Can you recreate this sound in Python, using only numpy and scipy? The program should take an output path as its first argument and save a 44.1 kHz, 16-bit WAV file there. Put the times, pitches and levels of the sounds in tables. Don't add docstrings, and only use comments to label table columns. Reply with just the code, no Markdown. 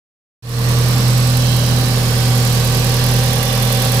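import sys
import numpy as np
from scipy import signal
from scipy.fft import rfft, irfft
from scipy.io import wavfile
from scipy.ndimage import uniform_filter1d, map_coordinates

SR = 44100
rng = np.random.default_rng(int(sys.argv[2]) if len(sys.argv) > 2 else 0)


def generate_wav(sig):
    pcm = np.round(np.clip(np.atleast_2d(sig).T, -1, 1) * 32767).astype(np.int16)
    wavfile.write(sys.argv[1], SR, pcm)


N = 176400
TIME = np.arange(N) / SR
START_S = 0.424

# time_s, speed_rpm
CRANK_SPEED = [(0.45, 1207.9), (0.9, 1233.1), (1.35, 1234.4), (1.9, 1223.6), (2.1, 1211.0), (2.3, 1218.9),
               (2.65, 1214.4), (2.95, 1232.4), (3.2, 1235.7), (3.4, 1223.2), (3.55, 1231.5), (3.75, 1218.1),
               (4.0, 1221.7)]
# time_s, level_db
BOOM_RIDE = [(0.72, -14.5), (1.02, -15), (1.07, -13.5), (2.12, -16.5), (2.32, -13.5), (2.79, -16.5),
             (3.2, -15), (3.49, -19), (3.63, -15.5), (3.78, -17.5), (3.95, -16)]
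# multiple_of_cycle, level_db, waver_depth
DRONE_PARTIALS = [(4, -30, 0.14), (15, -34.5, 0.73), (18, -40, 1), (19, -40.5, .7), (20, -31.5, 0.38),
                  (24, -33.5, 0.63), (32, -47, 0.85)]
# multiple_of_cycle, then level_db at four evenly spaced times
BELT_TONES = [(30, -38, -48.5, -51, -46), (34.9, -45, -49, -47, -47), (37.9, -50, -45, -37.5, -42.5),
              (45.5, -31, -42, -37, -36.5), (48, -43, -41, -37, -35.5), (52, -53, -52, -38, -31.5),
              (56, -52, -38, -49.5, -32), (76.07, -55, -38.5, -36, -33), (112.8, -39, -49.5, -42, -44),
              (150.8, -64, -43, -43.5, -46), (162.8, -61, -55, -46.5, -44.5), (175.6, -45, -53, -55, -67)]
# frequency_hz, level_db
BLOCK_EQ = [(20, -10), (60, -2), (100, 10), (140, 12), (185, 7), (240, 8.5), (340, 0.5), (420, 6), (480, 6),
            (580, 5.5), (730, 1), (950, 0.5), (1130, 2), (1330, -4), (1650, -3), (2200, -3.5)]
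HISS_EQ = [(2300, -4), (2800, -2), (3650, -3), (4200, 0), (4800, -1.5), (5250, -2), (6050, -4.5),
           (6500, -8), (7300, -8.5), (8000, -6.5), (8800, -9), (12000, -13), (15500, -14)]
# time_s, hum_db, low_mids_db, mids_db, presence_db, treble_db
BAND_RIDES = [(.7, -0.5, -1.5, 1, -2.5, -1), (.95, 6, -2, 1.5, -1, 0), (1.3, -4, -1.5, -0.5, -2, -.5),
              (1.8, 3.5, -.5, 0, -1.5, 0), (2.4, -3, -1, 0.5, -1, 1), (3, 0, 0, 0.5, 1.5, 0.5),
              (3.5, -6, 2, 0.5, 0.5, 0), (3.95, 0, 1, 2, 1.5, 2)]
BAND_CENTRES = [60, 200, 500, 1300, 2700, 6000]
# peak_s, half_length_s, pitch_hz, half_width_hz, lift_db
HISS_RINGS = [(0.766, .1, 6190, 130, 9), (1.096, 0.24, 5260, 111, 7.5), (1.164, .2, 7850, 150, 7.5),
              (1.302, 0.16, 5720, 150, 3), (1.493, 0.091, 4200, 170, 4.5), (1.55, 0.16, 3160, 170, 6),
              (1.57, .14, 5100, 100, 7), (1.694, 0.24, 3950, 100, 10.5), (2.14, 0.18, 6940, 100, 9),
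              (2.816, 0.19, 6100, 110, 4), (3.08, 0.16, 5020, 80, 2), (2.98, .15, 4200, 110, 2),
              (3.35, 0.32, 6030, 90, 7), (3.6, 0.66, 3520, 109.4, 5.5)]
# frequency_hz, power_share
LOOP_SHARE = [(100, .4), (500, 0.59), (1200, 0.33), (4000, 0.34), (12000, 0.053)]
# frequency_hz, left_minus_right_db
CLATTER_PAN = [(100, -6), (280, -1), (480, -4), (750, -5.5), (1200, -2), (2000, -4), (3200, -4.5),
               (4200, -10.5), (4900, -11.5), (5900, -11), (6700, -8), (7800, -16.5), (9000, -14.5),
               (12000, -14.5), (15000, -26)]
# frequency_hz, left_right_correlation
CLATTER_FOCUS = [(100, 0.72), (250, 1), (550, 0.66), (800, 0.62), (1100, 0.19), (2000, -0.21),
                 (15000, 0.24)]
# cycle_fraction, relative_level_db
INJECTOR_TIMING = [(.186, 5.5), (0.435, 4), (0.683, 2.5), (.936, 7.5)]
# pitch_hz, relative_level_db, decay_s
INJECTOR_MODES = [(10830, -7.5, 0.0035), (11135, -9.5, 0.0016), (11234, -5.5, 0.0073), (13500, 4.5, 0.0024),
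                  (13130, -1, 0.0025), (14600, -6, .002)]
# frequency_hz, level_db
SCATTER_EQ = [(1500, -25), (3500, -12.5), (7000, -6), (10000, -6), (11200, 4.5), (12400, -7), (13300, -13),
              (15500, -6)]


def amp(db):
    return 10 ** (np.asarray(db) / 20)


def unit(x):
    return x / np.sqrt(np.mean(x ** 2) + 1e-20)


def at_hz(points, hz):
    f, value = np.transpose(points)
    return np.interp(np.log(hz + 1), np.log(f + 1), value)


def panned(x, left_db):
    gains = np.array([[amp(left_db)], [1]])
    return x * gains / gains.mean()


def wander(rate_hz, size=1024):
    f = np.fft.rfftfreq(size, TIME[-1] / size)
    slow = unit(irfft(rfft(rng.standard_normal(size)) / (1 + (f / rate_hz) ** 4), size))
    return np.interp(TIME, np.linspace(0, TIME[-1], size), slow)


def tone(turns, waver, rate_hz):
    wobble = 1 + waver * (wander(rate_hz) + 1j * wander(rate_hz)) / np.sqrt(2)
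    return unit((wobble * np.exp(2j * np.pi * turns)).real)


def drift_fades(spots=4):
    offset = TIME / TIME[-1] * (spots - 1) - np.arange(spots)[:, None]
    return np.cos(np.pi / 2 * np.clip(offset, -1, 1))


def firing_drone(cycle, left_lag_s=0.00017):
    surge_turns = 0.047 * (1 + 0.25 * wander(rate_hz=2.5)) * np.sin(2 * np.pi * 4 * cycle)
    boom_gain = amp(0.5 + np.interp(TIME, *np.transpose(BOOM_RIDE)))
    boom = boom_gain * tone(12 * cycle + surge_turns, waver=0.037, rate_hz=6.2)
    hum = boom + sum(amp(db) * tone(multiple * cycle + rng.random(), waver, rate_hz=2.75)
                     for multiple, db, waver in DRONE_PARTIALS)
    left = np.interp(TIME - left_lag_s, TIME, hum)
    return panned(np.array([left, hum]), left_db=-2)


def belt_whine(cycle):
    times = np.linspace(START_S, TIME[-1], 4)
    whine = np.zeros(N)
    for multiple, *levels_db in BELT_TONES:
        gain = amp(np.interp(TIME, times, levels_db))
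        whine += gain * tone(multiple * cycle + rng.random(), waver=0.27, rate_hz=7.7)
    return panned(whine, left_db=-5)


def rattle_loop(cycle, size=4320):
    position = [cycle % 1 * size]
    return unit(sum(fade * map_coordinates(rng.standard_normal(size), position, mode="grid-wrap")
                    for fade in drift_fades()))


def block_colour(hz, t, flicker_db=1.9, patch_hz=110, patch_s=0.3):
    eq_db = at_hz(BLOCK_EQ + HISS_EQ, hz)[:, None]
    times, *rides = np.transpose(BAND_RIDES)
    for ride, band in zip(rides, np.eye(len(BAND_CENTRES))[1:]):
        shape = at_hz(list(zip(BAND_CENTRES, band)), hz)
        eq_db = eq_db + np.outer(shape, np.interp(t, times, ride))
    for peak_s, half_s, ring_hz, half_hz, lift_db in HISS_RINGS:
        bell = np.exp(-((hz - ring_hz) / half_hz) ** 2)
        swell = np.exp(-((t - peak_s) / half_s) ** 2)
        eq_db += lift_db * np.outer(bell, swell)
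    patches = rng.standard_normal((2, len(hz), len(t)))
    patches = uniform_filter1d(patches, round(patch_hz / hz[1]), axis=1)
    patches = unit(uniform_filter1d(patches, round(patch_s / t[1]), axis=2))
    return eq_db + flicker_db * patches * (hz / (hz + 800))[:, None]


def valve_clatter(cycle, taps_per_cycle=16, tap_decay_s=0.0055, level_db=-23):
    slot = (cycle * taps_per_cycle).astype(int)
    taps = np.diff(slot, prepend=0) * amp(3 * rng.standard_normal(N).clip(-2, 2))
    pulse = 1 + 0.23 * signal.lfilter([1], [1, -np.exp(-1 / (tap_decay_s * SR))], taps)
    drive = np.array([rattle_loop(cycle), rattle_loop(cycle), *rng.standard_normal((2, N))]) * pulse
    hz, t, spectra = signal.stft(drive, SR, nperseg=2048, noverlap=1536)
    looped = at_hz(LOOP_SHARE, hz)[:, None]
    right, unrelated = np.sqrt(looped) * spectra[:2] + np.sqrt(1 - looped) * spectra[2:]
    focus = at_hz(CLATTER_FOCUS, hz)[:, None]
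    lean = amp(at_hz(CLATTER_PAN, hz))[:, None]
    left = lean * (focus * right + np.sqrt(1 - focus ** 2) * unrelated)
    stereo = np.array([left, right]) / np.sqrt(1 + lean ** 2 + 2 * focus * lean)
    stereo *= amp(block_colour(hz, t))
    clatter = signal.istft(stereo, nperseg=2048, noverlap=1536)[1][:, :N]
    return amp(level_db) * clatter / clatter.mean(0).std()


def needle_click(attack_s=0.00022, snap_s=0.003, bay_tail_s=0.011, detune=0.0148):
    t = TIME[:SR // 25]
    envelope = np.hypot(np.exp(-t / snap_s), amp(-5) * np.exp(-t / bay_tail_s))
    burst = envelope * rng.standard_normal((2, len(t)))
    colour = amp(at_hz(SCATTER_EQ, np.fft.rfftfreq(2 * len(t), 1 / SR)))
    scatter = irfft(rfft(burst, 2 * len(t)) * colour)[:, :len(t)]
    ring = 0
    for hz, db, decay_s in INJECTOR_MODES:
        turns = hz * (1 + detune * rng.standard_normal()) * t + rng.random((2, 1))
        ring += amp(db) * np.exp(-t / decay_s) * np.sin(2 * np.pi * turns)
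    return unit((unit(ring) + amp(3) * unit(scatter)) * (1 - np.exp(-t / attack_s)))


def injector_ticks(cycle, open_s=0.0042, spread_db=2, growth_db_per_s=1.95, left_db=-15):
    ticks = np.zeros((2, N))
    for place, db in INJECTOR_TIMING:
        opens = amp(db) * np.diff(np.floor(cycle - place), prepend=-1)
        shuts = amp(-0.5) * np.roll(opens, round(open_s * SR))
        for fade in drift_fades():
            force = (opens + shuts) * fade * amp(spread_db * rng.standard_normal(N))
            ticks += signal.oaconvolve(force[None], needle_click(), axes=1)[:, :N]
    approach = amp(-27.5 + growth_db_per_s * (TIME - TIME.mean()))
    return unit(ticks) * approach * np.array([[amp(left_db)], [1]])


def scene():
    rpm = np.interp(TIME, *np.transpose(CRANK_SPEED))
    cycle = np.cumsum(rpm) / (2 * 60 * SR)
    return firing_drone(cycle) + belt_whine(cycle) + valve_clatter(cycle) + injector_ticks(cycle)


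def record(dry):
    fade_from_s, fade_s, cutoff_hz = 0.41, 0.29, 15600
    fade = np.clip((TIME - fade_from_s) / fade_s, 0, 1) * (TIME > START_S)
    lowpass = signal.firwin(511, cutoff_hz, window=("kaiser", 9), fs=SR)
    return signal.oaconvolve(dry * fade, lowpass[None], "same")


dry = scene()
out = record(dry)
generate_wav(out)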